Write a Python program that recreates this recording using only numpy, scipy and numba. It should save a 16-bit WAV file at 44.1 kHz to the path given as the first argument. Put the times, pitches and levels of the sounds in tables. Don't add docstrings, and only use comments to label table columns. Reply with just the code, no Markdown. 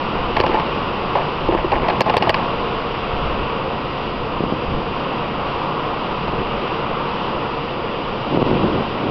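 import sys
import numpy as np
from scipy import signal
from scipy.fft import rfft, irfft
from scipy.io import wavfile
from scipy.ndimage import uniform_filter1d
from numba import njit

SR = 44100
rng = np.random.default_rng(int(sys.argv[2]) if len(sys.argv) > 2 else 0)


def bounce(signal):
    frames = np.transpose(np.atleast_2d(signal))
    limited = np.clip(frames, -1, 1)
    pcm = np.round(limited * 32767).astype(np.int16)
    wavfile.write(sys.argv[1], SR, pcm)


N = 401310
TIME = np.arange(N) / SR


def gain(db):
    return 10 ** (np.asarray(db) / 20)


def unit(x):
    return x / np.sqrt(np.mean(x ** 2))


def curve(rows):
    return np.interp(TIME, *np.transpose(rows))


def wander(rate_hz):
    hold = int(SR / rate_hz)
    steps = np.repeat(rng.standard_normal(N // hold + 1), hold)[:N]
    return unit(uniform_filter1d(uniform_filter1d(steps, hold), hold))


def swell(start_s, length_s, rise_s, fade_s):
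    t = TIME - start_s
    return np.clip(t / rise_s, 0, 1) * np.exp(-np.clip((t - length_s) / fade_s, 0, 20))


def lowpass(x, hz, order=2):
    return signal.sosfilt(signal.butter(order, hz, fs=SR, output="sos"), x)


# pitch_hz, relative_db
ROAR_LOW = [(40, -9.5), (75, -7.5), (120, -3), (140, -0.5), (170, -1.5), (210, 1), (255, -2.5), (370, 0),
            (420, -1.5), (470, 1), (560, -0.5), (650, -3.5)]
ROAR_HIGH = [(800, -2), (950, 2.5), (1100, 2), (1400, -6), (1650, -15), (2150, -15.5), (2800, -9.5),
             (3300, -16.5), (4000, -24), (4700, -28), (5400, -34), (6000, -43)]
# time_s, gain_db
RUSH_LEVEL = [(0, -23.5), (2.6, -23), (4.2, -25.5), (5.3, -24.5), (5.6, -21), (6.05, -24), (6.5, -23.5),
              (9.1, -26)]

def fans(rumble_db=-21.5, hiss_db=-21.5, flutter_db=0.57, drift_db=0.57):
    log_hz = np.log(np.arange(N // 2 + 1) * SR / N + 1)
    pitch_hz, relative_db = np.transpose(ROAR_LOW + ROAR_HIGH)
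    shape = gain(np.interp(log_hz, np.log(pitch_hz), relative_db))
    air = unit(irfft(rfft(rng.standard_normal(N)) * shape, N))
    spectrum = rfft(air)
    rush_db = curve(RUSH_LEVEL)
    high_db = hiss_db + 0.23 * (rush_db - rush_db.mean())
    octaves_hz = [125, 250, 500, 1000, 2000, 4000]
    levels_db = [rumble_db, rumble_db, rumble_db, rush_db, high_db, high_db]
    out = 0
    for level_db, share in zip(levels_db, np.eye(len(octaves_hz))):
        band = irfft(spectrum * np.interp(log_hz, np.log(octaves_hz), share), N)
        out = out + band * gain(level_db + flutter_db * wander(9))
    return out * gain(drift_db * wander(2.9))


def tone(pitch_hz, level_db, wobble_hz, wobble_db):
    phase = 2 * np.pi * np.cumsum(pitch_hz + wobble_hz * wander(6)) / SR
    return np.sqrt(2) * np.sin(phase) * gain(level_db + wobble_db * wander(8))


# pitch_hz, level_db, wobble_hz
FAN_TONES = [(141.4, -40, 4), (453.4, -41, 3), (467, -42, 3), (526.5, -48.5, 1.5), (719, -40, 3.5),
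             (1917, -51.5, 5.4), (2770, -65, 6.7)]

def fan_hum():
    return sum(tone(*row, wobble_db=2.2) for row in FAN_TONES)


# time_s, wobble_hz
WHINE_WOBBLE = [(0, 6.4), (2.5, 11.7), (4.6, 10.4), (5.5, 4), (6.4, .6), (9.1, 0.58)]

def whine():
    return tone(pitch_hz=4834, level_db=-54, wobble_hz=curve(WHINE_WOBBLE), wobble_db=.3)


# start_s, length_s, level_db
GUSTS = [(0.096, 0.46, -31.5), (1.346, .5, -29), (3.08, 0.36, -27.5), (4.1, 0.36, -33.5),
         (4.647, 0.11, -22.5), (5.348, 0.1, -33.5), (6.22, .34, -33.5), (8.38, 0.38, -31.5)]

def breeze(band_hz=(5, 55), buffet_db=1):
    deep_band = signal.butter(1, band_hz, "bandpass", fs=SR, output="sos")
    swirls = unit(lowpass(signal.sosfilt(deep_band, rng.standard_normal(N)), 170))
    gusts = sum(gain(db) * swell(s, length_s, rise_s=0.05, fade_s=0.034) for s, length_s, db in GUSTS)
    light_air = gain(-34 - 0.53 * TIME)
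    return swirls * np.hypot(light_air, gusts) * gain(buffet_db * wander(12))


def ring(force, modes):
    out = 0
    for k, (pitch_hz, width_hz, level_db) in enumerate(modes):
        b, a = signal.iirpeak(pitch_hz, pitch_hz / width_hz, fs=SR)
        ringing = signal.lfilter(b, a, signal.lfilter(b, a, force))
        out = out + (-1) ** k * gain(level_db) * ringing
    return out


def strike(out, time_s, level_db, slip_s, parts):
    t = TIME[:SR // 10]
    blow_at = int(slip_s * SR)
    blow = signal.unit_impulse(len(t), blow_at)
    slip = rng.standard_normal(len(t)) * t / slip_s * np.exp(1 - t / slip_s)
    start = int(time_s * SR) - blow_at
    for modes, part_db, grit in parts:
        sound = ring(blow + grit * slip, modes)
        loudest = np.sqrt(uniform_filter1d(sound ** 2, SR // 330).max())
        out[start:start + len(t)] += gain(level_db + part_db) * sound / loudest


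CASE_GRIT, NAIL_GRIT = 0.15, 0.082
# pitch_hz, width_hz, level_db
THUD_MODES = [(93, 41, -11.5), (209, 140, -8.5), (356, 168, -3.5), (527, 153, -2)]
RING_MODES = [(679, 177, -1), (865, 120, 3), (1059, 180, -1)]
CLICK_MODES = [(1693, 470, 2), (2290, 620, -2), (2806, 550, 1), (4060, 1650, -15.5)]
SHOVED_MIC, LOOSE_PLASTIC = [(87, 190, 0)], [(4620, 1070, 0)]
# time_s, ring_db, thud_db, click_db (thud and click are relative to the ring)
KNOCKS = [(.367, -8.5, -7.5, -7.5), (.401, -7, 4, -7), (.438, -7.5, -4.5, -14.5), (.464, -17.5, -2, -4),
          (.544, -13, -3, -13.5), (.598, -21.5, -11.5, -3), (1.156, -9.5, -12.5, -20),
          (1.719, -15, -2, -5.5), (1.885, -8, -11, -13.5), (1.899, -16, -13.5, -4), (2.007, -3, 0.5, -8.5),
          (2.062, -15, -11, -14.5), (2.097, -10, -3, -8.5), (2.14, -11.5, -6.5, -12.5),
          (2.168, -5, 1.5, -6), (2.224, -9, -13, -6.5), (2.272, -10.5, -17.5, -19.5),
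          (2.294, -2.5, -1.5, -6), (2.343, -11, -8.5, 0), (6.279, -21, -0.5, -13)]

def knocks(hard_db=-7.5, rebound_s=0.0084):
    blows = [(*row, -12.5) for row in KNOCKS]
    blows += [(s + rebound_s, db - 3.5, -6.5, -3.5, -4.5) for s, db, *_ in KNOCKS if db > hard_db]
    out = np.zeros(N)
    for time_s, ring_db, thud_db, click_db, loose_db in blows:
        slip_s = .0022 * .5 ** (thud_db / 24.5 + click_db / 19.5)
        parts = [(SHOVED_MIC, thud_db - 11.5, CASE_GRIT),
                 (THUD_MODES, thud_db, CASE_GRIT),
                 (RING_MODES, 0, CASE_GRIT),
                 (CLICK_MODES, click_db, NAIL_GRIT),
                 (LOOSE_PLASTIC, click_db + loose_db, NAIL_GRIT)]
        strike(out, time_s, ring_db, slip_s, parts)
    return out


def slips(per_second, scatter_db):
    jerks = (rng.random(N) < per_second / SR) * rng.choice([-1, 1], N)
    return jerks * gain(scatter_db * np.clip(rng.standard_normal(N), -2, 2))


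# start_s, length_s, level_db, thud_db (relative to the ring)
SCRAPES = [(.372, .08, -24, -15), (0.504, 0.079, -22, -9), (1.148, 0.057, -22.5, -5.5),
           (1.488, 0.11, -23.5, -5), (1.712, 0.033, -19, -7), (1.812, 0.15, -25.5, -8),
           (2.06, .02, -22, -2), (2.2, 0.18, -27.5, 1)]

def scrapes(click_db=-18, tick_db=-11):
    judder = slips(per_second=1100, scatter_db=3)
    catches = slips(per_second=130, scatter_db=1.5)
    hollow = unit(ring(judder, RING_MODES))
    thud = unit(ring(judder, THUD_MODES))
    clicks = gain(click_db) * unit(ring(judder, CLICK_MODES))
    ticks = gain(tick_db) * unit(ring(catches, CLICK_MODES[:2]))
    out = 0
    for start_s, length_s, level_db, thud_db in SCRAPES:
        body = (hollow + gain(thud_db) * thud) / np.hypot(1, gain(thud_db))
        pressure = gain(level_db) * swell(start_s, length_s, rise_s=0.0093, fade_s=.04)
        out = out + (body + clicks + ticks) * pressure
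    return out


AIR_IN_CASE = [(355, 91, 0)]  # pitch_hz, width_hz, level_db
# time_s, level_db
TAPS = [(.493, -19), (1.487, -11.5), (1.521, -19.5), (1.548, -11), (1.644, -17), (1.759, -21), (1.832, -18)]

def taps(thud_db=-5.5, ring_db=-3.5, click_db=-18):
    mix = [(AIR_IN_CASE, 0), (THUD_MODES, thud_db), (RING_MODES, ring_db), (CLICK_MODES, click_db)]
    parts = [(modes, part_db, CASE_GRIT) for modes, part_db in mix]
    out = np.zeros(N)
    for time_s, level_db in TAPS:
        strike(out, time_s, level_db, slip_s=.002, parts=parts)
    return out


# pitch_hz, width_hz, level_db
HELD_CASE_MODES = [(159, 174, -1.5), (340, 270, -3.5), (550, 650, -10.5)]
# start_s, length_s, level_db
RUBS = [(1.75, 0.68, -29.5), (4.31, 0.25, -28), (4.683, 0.11, -28.5), (6.215, .2, -28), (8.3, .075, -16),
        (8.444, 0.17, -22), (8.617, 0.19, -20), (8.932, 0.2, -23.5)]
# time_s, peak_db
BUMPS = [(4.404, -8.5), (4.436, -7), (4.522, -7), (8.346, -7), (8.372, -3), (8.417, -6), (8.425, 0.5),
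         (8.465, -11), (8.512, -4)]

def palm(muffle_hz=1100, uneven_db=2):
    def held_case(force):
        return lowpass(ring(force, HELD_CASE_MODES), muffle_hz)

    creep = unit(held_case(slips(per_second=750, scatter_db=2)))
    pressure = sum(gain(db) * swell(s, length_s, rise_s=0.02, fade_s=0.024) for s, length_s, db in RUBS)
    rubs = creep * pressure * gain(uneven_db * wander(40))
    blows = np.zeros(N)
    for time_s, peak_db in BUMPS:
        blows[int(time_s * SR)] = gain(peak_db)
    one_bump_peak = np.abs(held_case(signal.unit_impulse(SR))).max()
    return rubs + held_case(blows) / one_bump_peak


def scene():
    return (fans() + fan_hum() + whine() + breeze() + knocks() + scrapes() + taps() + palm())[None]


@njit
def follow_level(x, rise_s, fall_s):
    out, level = np.empty(len(x)), 0.
    for i in range(len(x)):
        size = abs(x[i])
        level += (size - level) / (SR * (rise_s if size > level else fall_s))
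        out[i] = level
    return out


def record(dry, duck_above=0.44, clip_at=.71, top_hz=5750):
    level = follow_level(dry[0], rise_s=.0004, fall_s=0.033)
    ducked = dry[0] / np.maximum(level / duck_above, 1)
    clipped = np.clip(lowpass(ducked, top_hz, order=30), -clip_at, clip_at)
    final_cut = signal.ellip(8, .2, 70, 16000, fs=SR, output="sos")
    return signal.sosfilt(final_cut, clipped)[None]


dry = scene()
out = record(dry)
bounce(out)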